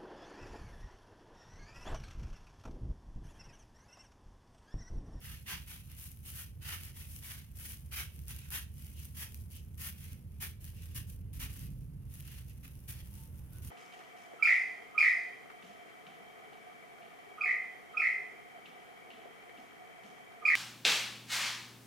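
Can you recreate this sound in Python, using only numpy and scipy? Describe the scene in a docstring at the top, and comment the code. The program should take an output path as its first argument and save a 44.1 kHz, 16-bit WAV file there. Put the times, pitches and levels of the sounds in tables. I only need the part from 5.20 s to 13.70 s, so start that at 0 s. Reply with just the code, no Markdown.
"""A gritty concrete yard. Someone in sandals shuffles slowly, leading a small monkey by the hand.
Soles drag, roll and land; sand crackles under them, single grains snap, a skirt brushes.
Far off, a slow one-cylinder engine chugs under low rumble and faint outdoor air.
Two thin, distant calls sound near the end. Walls and porch roof add a short ring."""
import sys
import numpy as np
from scipy import signal
from scipy.fft import rfft, irfft, next_fast_len
from scipy.io import wavfile
from scipy.ndimage import uniform_filter1d, map_coordinates

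SR = 44100
rng = np.random.default_rng(int(sys.argv[2]) if len(sys.argv) > 2 else 0)


def generate_wav(signal):
    """Clip the signal to [-1, 1] and save it as 16-bit WAV at the path in sys.argv[1]."""
    frames = np.transpose(np.atleast_2d(signal))
    scaled = np.clip(frames, -1, 1) * 32767
    pcm = np.round(scaled).astype(np.int16)
    wavfile.write(sys.argv[1], SR, pcm)


N = 375027

# background spectra: f/Hz, level/dB
AIR_SPECTRUM = [(200, 16.5), (400, 3.5), (700, -0.5), (1200, -2.5), (2800, -10), (4200, -28), (8000, -18),
                (11000, -3), (16000, -19)]
RUMBLE_SPECTRUM = [(12, -34), (20, -33), (50, -1.5), (75, -1), (143, -4), (303, -26), (499, -30.5),
                   (600, -40), (780, -60), (1320, -120)]
EXHAUST_SPECTRUM = [(25, -22), (45, -7), (66, 3.5), (85, 1.5), (110, -5), (145, -8), (175, -15), (250, -22),
                    (350, -37), (600, -52), (1200, -70)]
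# air, louder beyond the roof edge: t/s, level/dB
AIR_LEVEL = [(0, -66), (6.5, -67), (8.5, -59.5)]
# engine and rumble, common level: t/s, level/dB
LOW_LEVEL = [(0, -48.5), (.8, -52), (1.4, -47.5), (2.2, -50), (3, -47.5), (5.4, -46.5), (6.5, -43),
             (7.1, -48.5), (7.8, -47.5), (8.5, -45.5)]
# engine firing rate: t/s, f/Hz
FIRING_RATE = [(.7, 15.3), (1.3, 14.55), (3.1, 14.3), (3.8, 14.84), (5.5, 16.1), (6.3, 15.8), (8.5, 15.9)]
# distant calls: t/s, length/s, start f/Hz, end f/Hz, level/dB
CALLS = [(7.87, .23, 925, 885, -73), (8.3, .14, 1530, 1450, -74)]
# ring of yard and porch roof: f/Hz, T60/s
YARD_T60 = [(300, 0.15), (2500, 0.29), (6000, 0.22), (14000, 0.13)]
# skirt brushes: centre t/s, length/s, level/dB, resonance f/Hz
SKIRT_BRUSHES = [(3.226, .14, -67, 2550), (3.797, .12, -62.5, 2920), (4.363, 0.13, -63, 2940),
                 (4.886, 0.2, -68.5, 2250), (5.599, 0.13, -66.5, 2720), (5.72, .053, -69, 2780),
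                 (6.394, 0.18, -70, 2970), (7.09, 0.17, -65.5, 2750), (7.307, 0.044, -66, 2640)]
# foot takes the weight: t/s, level/dB, f/Hz
LANDINGS = [(0.323, -47.5, 173.4), (3.089, -49, 142.2), (5.216, -66, 384.6), (5.758, -45.5, 110.4),
            (6.209, -56.5, 252.6), (7.43, -59, 262), (7.679, -46, 113)]
# single grains snap: t/s, level/dB
GRAIN_SNAPS = [(.841, -32), (1.103, -28), (1.2201, -31), (1.6347, -27), (1.9709, -35), (2.3989, -32),
               (2.5207, -26), (2.9916, -37), (3.0824, -29), (3.1901, -31), (3.3049, -29), (4.122, -34),
               (4.145, -31), (4.5765, -41), (6.1365, -38), (7.4794, -34), (8.3848, -36), (8.4223, -39)]
# spectra of sand, loaded sole, barely touching sole: f/Hz, level/dB
SAND_SPECTRUM = [(600, -16), (1500, -14), (2900, -5.5), (4000, -10.5), (6200, -5.5), (7600, -8.5),
                 (9300, -0.5), (11500, 2), (13500, 0), (16000, -4)]
RASP_SPECTRUM = [(200, -23), (400, -13.5), (620, -21), (800, -10), (1250, -5.5), (1900, 1), (2400, -3),
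                 (3100, -2), (3900, -8), (6200, -9.5), (8000, -25), (16000, -21)]
RUB_SPECTRUM = [(400, -31), (850, -15.5), (1300, -8), (1900, -4.5), (2950, -2), (3900, -9), (6200, -11),
                (16000, -52)]
# loose sand, never at rest under the four feet: t/s, level/dB
LOOSE_SAND_LEVEL = [(0, -66), (.9, -61.5), (1.35, -72), (3, -64), (4.2, -66.5), (5.1, -71.5), (6.1, -77),
                    (6.6, -69), (6.85, -75), (7.9, -62.5), (8.5, -69.5)]
# light rolls or turns, forward drags: t/s, length/s, sand level/dB, rasp level/dB
FOOT_ROLLS = [(0, 0.13, -51.5, -53.5), (.456, 0.086, -50, -54), (.655, .1, -62.5, -65),
              (.75, 0.12, -50, -64), (1.028, 0.11, -49.5, -60), (1.137, 0.062, -45, -54),
              (1.57, 0.095, -51, -57), (1.74, 0.087, -50.5, -58), (1.84, .14, -52, -81),
              (2.0, 0.15, -47.5, -52.5), (2.345, 0.18, -47.5, -57.5), (2.89, 0.12, -62.5, -75),
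              (3.068, 0.047, -47.5, -54), (3.13, .13, -61, -64), (3.535, 0.16, -57, -68.5),
              (3.72, .15, -55.5, -69), (4.08, 0.12, -58.5, -82), (4.3, 0.047, -54.5, -84),
              (4.73, 0.18, -56, -64), (5.398, .07, -53, -63.5), (5.5, 0.22, -59.5, -67),
              (5.858, 0.05, -54.5, -73), (6.124, 0.05, -53, -64), (6.26, 0.18, -53.5, -62),
              (6.88, .125, -56, -69.5), (7.02, 0.17, -56, -60.5), (7.23, 0.074, -63.5, -76),
              (7.48, .15, -70, -98), (7.7, 0.11, -60, -61.5), (7.9, 0.11, -57.5, -69),
              (8.31, 0.067, -60.5, -70), (8.412, .05, -52, -65.5)]
SANDAL_DRAGS = [(.256, 0.073, -44, -41.5), (1.403, 0.14, -45, -46), (2.706, 0.1, -41.5, -43),
                (3.3, 0.063, -39, -43), (3.939, 0.094, -45.5, -51.5), (4.574, 0.1, -42.5, -51),
                (5.2, 0.038, -40, -45.5), (5.745, 0.022, -43, -51.5), (6.188, 0.046, -44, -46.5),
                (7.424, 0.033, -58.5, -59.5), (7.675, 0.022, -46, -57)]
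# diffuse sound at the two mics: f/Hz, correlation
MIC_CORRELATION = [(40, 1), (150, 1), (300, 0.65), (700, 0.59), (1500, 0), (4000, 0.21)]
# mic colour, left minus right: f/Hz, level/dB
MIC_TILT = [(60, -2.9), (300, -2), (800, -1), (1800, -2.5), (2800, -4.5), (4200, 1), (6400, 3.5), (9500, 0),
            (12000, 3), (15000, 4.5)]


def gain(db):
    """dB to amplitude."""
    return 10 ** (np.asarray(db) / 20)


def unit_rms(x):
    """Scale to rms 1."""
    return x / np.sqrt(np.mean(x ** 2) + 1e-20)


def at_hz(table, hz):
    """Interpolate on a log-frequency axis."""
    table_hz, value = np.transpose(table)
    return np.interp(np.log(hz + 1), np.log(table_hz + 1), value)


def curve(table):
    """Timed table to one value per sample."""
    return np.interp(np.arange(N) / SR, *np.transpose(table))


def add(mix, start_s, sound):
    """Mix in at start_s."""
    part = mix[max(round(start_s * SR), 0):][:len(sound)]
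    part += sound[:len(part)]


def colour(x, spectrum):
    """Filter by a spectrum."""
    size = next_fast_len(N + SR // 10)
    response = gain(at_hz(spectrum, np.fft.rfftfreq(size, 1 / SR)))
    return irfft(rfft(x, size) * response, size)[..., :N]


def drift(rate_hz):
    """Smooth random curve, rms 1."""
    knots = rng.standard_normal(N // 20)
    return unit_rms(np.interp(np.arange(N) * rate_hz / SR, np.arange(len(knots)), knots))


def crossfade(a, b, share):
    """Equal power, a to b."""
    angle = np.clip(share, 0, 1) * np.pi / 2
    return np.cos(angle) * a + np.sin(angle) * b


def diffuse(spectrum):
    """Noise from all around: alike at both mics in the bass, nearly unrelated in the treble."""
    size = next_fast_len(N)
    left, other = rfft(rng.standard_normal((2, size)))
    correlation = np.clip(at_hz(MIC_CORRELATION, np.fft.rfftfreq(size, 1 / SR)), -1, 1)
    right = correlation * left + np.sqrt(1 - correlation ** 2) * other
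    return unit_rms(colour(irfft([left, right], size)[:, :N], spectrum))


def air():
    """Faint, slightly wavering outdoor noise."""
    return diffuse(AIR_SPECTRUM) * gain(curve(AIR_LEVEL) + 0.6 * drift(rate_hz=2.83))


def engine():
    """One uneven exhaust puff per firing, smeared by echoes, with a shapeless rumble."""
    cycles = np.cumsum(curve(FIRING_RATE) * (1 + 0.0039 * drift(rate_hz=5))) / SR
    puffs = np.diff(np.floor(cycles), prepend=0) * gain(2 * drift(rate_hz=16))
    t = np.arange(SR // 3) / SR
    echoes = rng.standard_normal((5, len(t))) * np.exp(-t / .08)
    paths = signal.fftconvolve(puffs[None], echoes, axes=1)[:, :N]
    arriving = sum(path * drift(rate_hz=.9) for path in paths)  # mix shifts as the listener walks
    chug = unit_rms(colour(arriving, EXHAUST_SPECTRUM))
    chug /= np.sqrt(uniform_filter1d(chug ** 2, SR // 2) + 1e-6)  # levelled over 0.5 s
    return gain(curve(LOW_LEVEL)) * (gain(-2.2) * chug + gain(-4.5) * diffuse(RUMBLE_SPECTRUM))


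def bass_phase_offset(pair, lag_rad=0.55):
    """The right mic lags in phase, slightly widening the bass."""
    right = signal.hilbert(pair[1], next_fast_len(N))[:N] * np.exp(-1j * lag_rad)
    return np.array([pair[0], right.real])


def far_calls():
    """Faint, slightly falling tones, blurred by distance."""
    out, waver = np.zeros(N), drift(rate_hz=155.9)
    for start_s, length_s, start_hz, end_hz, db in CALLS:
        hz = np.linspace(start_hz, end_hz, int(length_s * SR))
        hz *= 1 + 0.021 * waver[:len(hz)]
        tone = np.sin(2 * np.pi * np.cumsum(hz) / SR)
        add(out, start_s, gain(db) * signal.windows.tukey(len(hz), .7) * tone)
    return out


def yard(x):
    """Diffuse tail from walls and roof, longest in the midrange."""
    hz, t, noise = signal.stft(rng.standard_normal((2, SR // 2)), SR, nperseg=256)
    envelope = gain(-60 * t / at_hz(YARD_T60, hz)[:, None]) * (1 - np.exp(-t / 0.0057))
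    tail = signal.istft(noise * envelope, SR, nperseg=256)[1]
    return signal.fftconvolve(x[None], tail / np.linalg.norm(tail[0]), axes=1)[:, :N]


def skirt():
    """Sliding cloth: soft swells of hiss with a broad resonance."""
    out = np.zeros((2, N))
    for centre_s, length_s, db, hz in SKIRT_BRUSHES:
        t = np.arange(int(length_s * SR)) / SR
        rub = signal.lfilter(*signal.iirpeak(hz, Q=7, fs=SR), rng.standard_normal((2, len(t))))
        hiss = signal.lfilter(*signal.iirpeak(5800, Q=1.8, fs=SR), rng.standard_normal((2, len(t))))
        swell = gain(db) * np.sin(np.pi * t / length_s)
        for side, cloth in zip(out, unit_rms(rub) + gain(-3.5) * unit_rms(hiss)):
            add(side, centre_s - length_s / 2, swell * cloth)
    return out


def thuds(rise_s=0.017):
    """A soft sole lands: a short, low push."""
    out, t = np.zeros(N), np.arange(SR // 5) / SR
    push = t / rise_s * np.exp(1 - t / rise_s)
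    for start_s, db, hz in LANDINGS:
        add(out, start_s, gain(db) * push * np.sin(2 * np.pi * hz * t))
    return out


def grains(per_s, spread_db):
    """Clicks of random time, sign and size."""
    size = gain(spread_db * np.minimum(rng.exponential(1, N), 3.3))
    return unit_rms(size * rng.choice([-1, 1], N) * (rng.random(N) < per_s / SR))


def scatter(x, fade_s, tail_db, lag_samples=4):
    """Each click comes slightly earlier on the left, with a brief noisy tail, different per channel."""
    pole = np.exp(-1 / (fade_s * SR))
    power = signal.lfilter([1 - pole], [1, -pole], x ** 2 + 1e-20)
    tail = np.sqrt(abs(power)) * rng.standard_normal((2, N))
    direct = np.array([x, np.pad(x, (lag_samples, 0))[:N]])
    return (direct + gain(tail_db) * tail) / np.hypot(1, gain(tail_db))


def snaps(decay_s=.0003):
    """Large grains crack, each in under a millisecond."""
    out, t = np.zeros(N), np.arange(SR // 200) / SR
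    for start_s, db in GRAIN_SNAPS:
        crack = rng.standard_normal(len(t)) * np.exp(-t / decay_s)
        add(out, start_s, gain(db) * crack)
    return colour(scatter(out, fade_s=.0004, tail_db=-1.5), SAND_SPECTRUM)


def sole_gap(x, width_hz, hold_s, depth_db):
    """Narrow resonances under the sole, shifting as the foot moves."""
    spectra = signal.stft(x, nperseg=1024, noverlap=768)[2]
    frame, line = np.meshgrid(np.arange(spectra.shape[2]), np.arange(spectra.shape[1]))
    position = [line * SR / 1024 / width_hz, frame * 256 / SR / hold_s]
    peaks = unit_rms(map_coordinates(rng.standard_normal((256, 256)), position, order=1, mode="wrap"))
    return unit_rms(signal.istft(spectra * gain(depth_db * peaks), nperseg=1024, noverlap=768)[1][:, :N])


def strokes(table, rise_share, fade_db_per_s):
    """Sand and rasp power: each stroke swells, holds, dies away as the foot stops."""
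    power = np.zeros((2, N))
    for start_s, length_s, sand_db, rasp_db in table:
        t = np.arange(int((length_s + .5) * SR)) / SR
        rise_s = rise_share * length_s * np.array([[1], [1.26]])  # rasp swells more slowly
        swell = np.sin(np.pi / 2 * np.minimum(t / rise_s, 1))
        fade_db = fade_db_per_s * np.maximum(t - length_s, 0)
        envelopes = swell * gain(np.array([[sand_db], [rasp_db]]) - fade_db)
        for total, envelope in zip(power, envelopes):
            add(total, start_s, envelope ** 2)
    return power


def footwork_db(idle_rub_db=-80):
    """Sand and rasp levels: drags and rolls over a floor of loose sand and faint rub."""
    floor = gain([curve(LOOSE_SAND_LEVEL), np.full(N, idle_rub_db)]) ** 2
    drags = strokes(SANDAL_DRAGS, rise_share=0.76, fade_db_per_s=253)
    rolls = strokes(FOOT_ROLLS, rise_share=0.59, fade_db_per_s=201)
    return 10 * np.log10(floor + drags + rolls)


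def soles():
    """Sand breaks in clumps: crackle and rub at a light touch, dense hiss and deeper rasp under load."""
    sand_db, rasp_db = footwork_db()
    load = np.interp(rasp_db, [-64, -42], [0, 1])
    clumps = drift(rate_hz=110) * (1 - .45 * load)
    sparse = grains(per_s=400, spread_db=6)
    dense = grains(per_s=14000, spread_db=-0.8)
    crackle = scatter(crossfade(sparse, dense, 0.56 + 0.64 * load), fade_s=0.00042, tail_db=11)
    sand = unit_rms(colour(crackle, SAND_SPECTRUM) * gain(1.7 * clumps))
    slips = scatter(grains(per_s=3000, spread_db=2.2), fade_s=.003, tail_db=2.5) * gain(2.1 * clumps)
    slips = sole_gap(slips, width_hz=130.1, hold_s=.11, depth_db=2.1)
    rasp = load * unit_rms(colour(slips, RASP_SPECTRUM))
    rub = (1 - load) * unit_rms(colour(slips, RUB_SPECTRUM))
    return sand * gain(sand_db) + (rasp + rub) * gain(rasp_db)


def scene():
    """Air, engine and calls far off; steps close by."""
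    steps = soles() + skirt() + snaps() + thuds()
    calls = far_calls()
    ring_input = gain(-11.0) * steps[0] + gain(0.5) * calls
    return air() + yard(ring_input) + bass_phase_offset(engine()) + calls + steps


def record(dry, cutoff_hz=15950):
    """Colour of each mic, then the band limit."""
    sides = [colour(x, [(hz, sign * db / 2) for hz, db in MIC_TILT]) for x, sign in zip(dry, (1, -1))]
    lowpass = signal.firwin(511, cutoff_hz, window=("kaiser", 9), fs=SR)
    return signal.oaconvolve(np.array(sides), lowpass[None], "same")


dry = scene()
out = record(dry)
generate_wav(out)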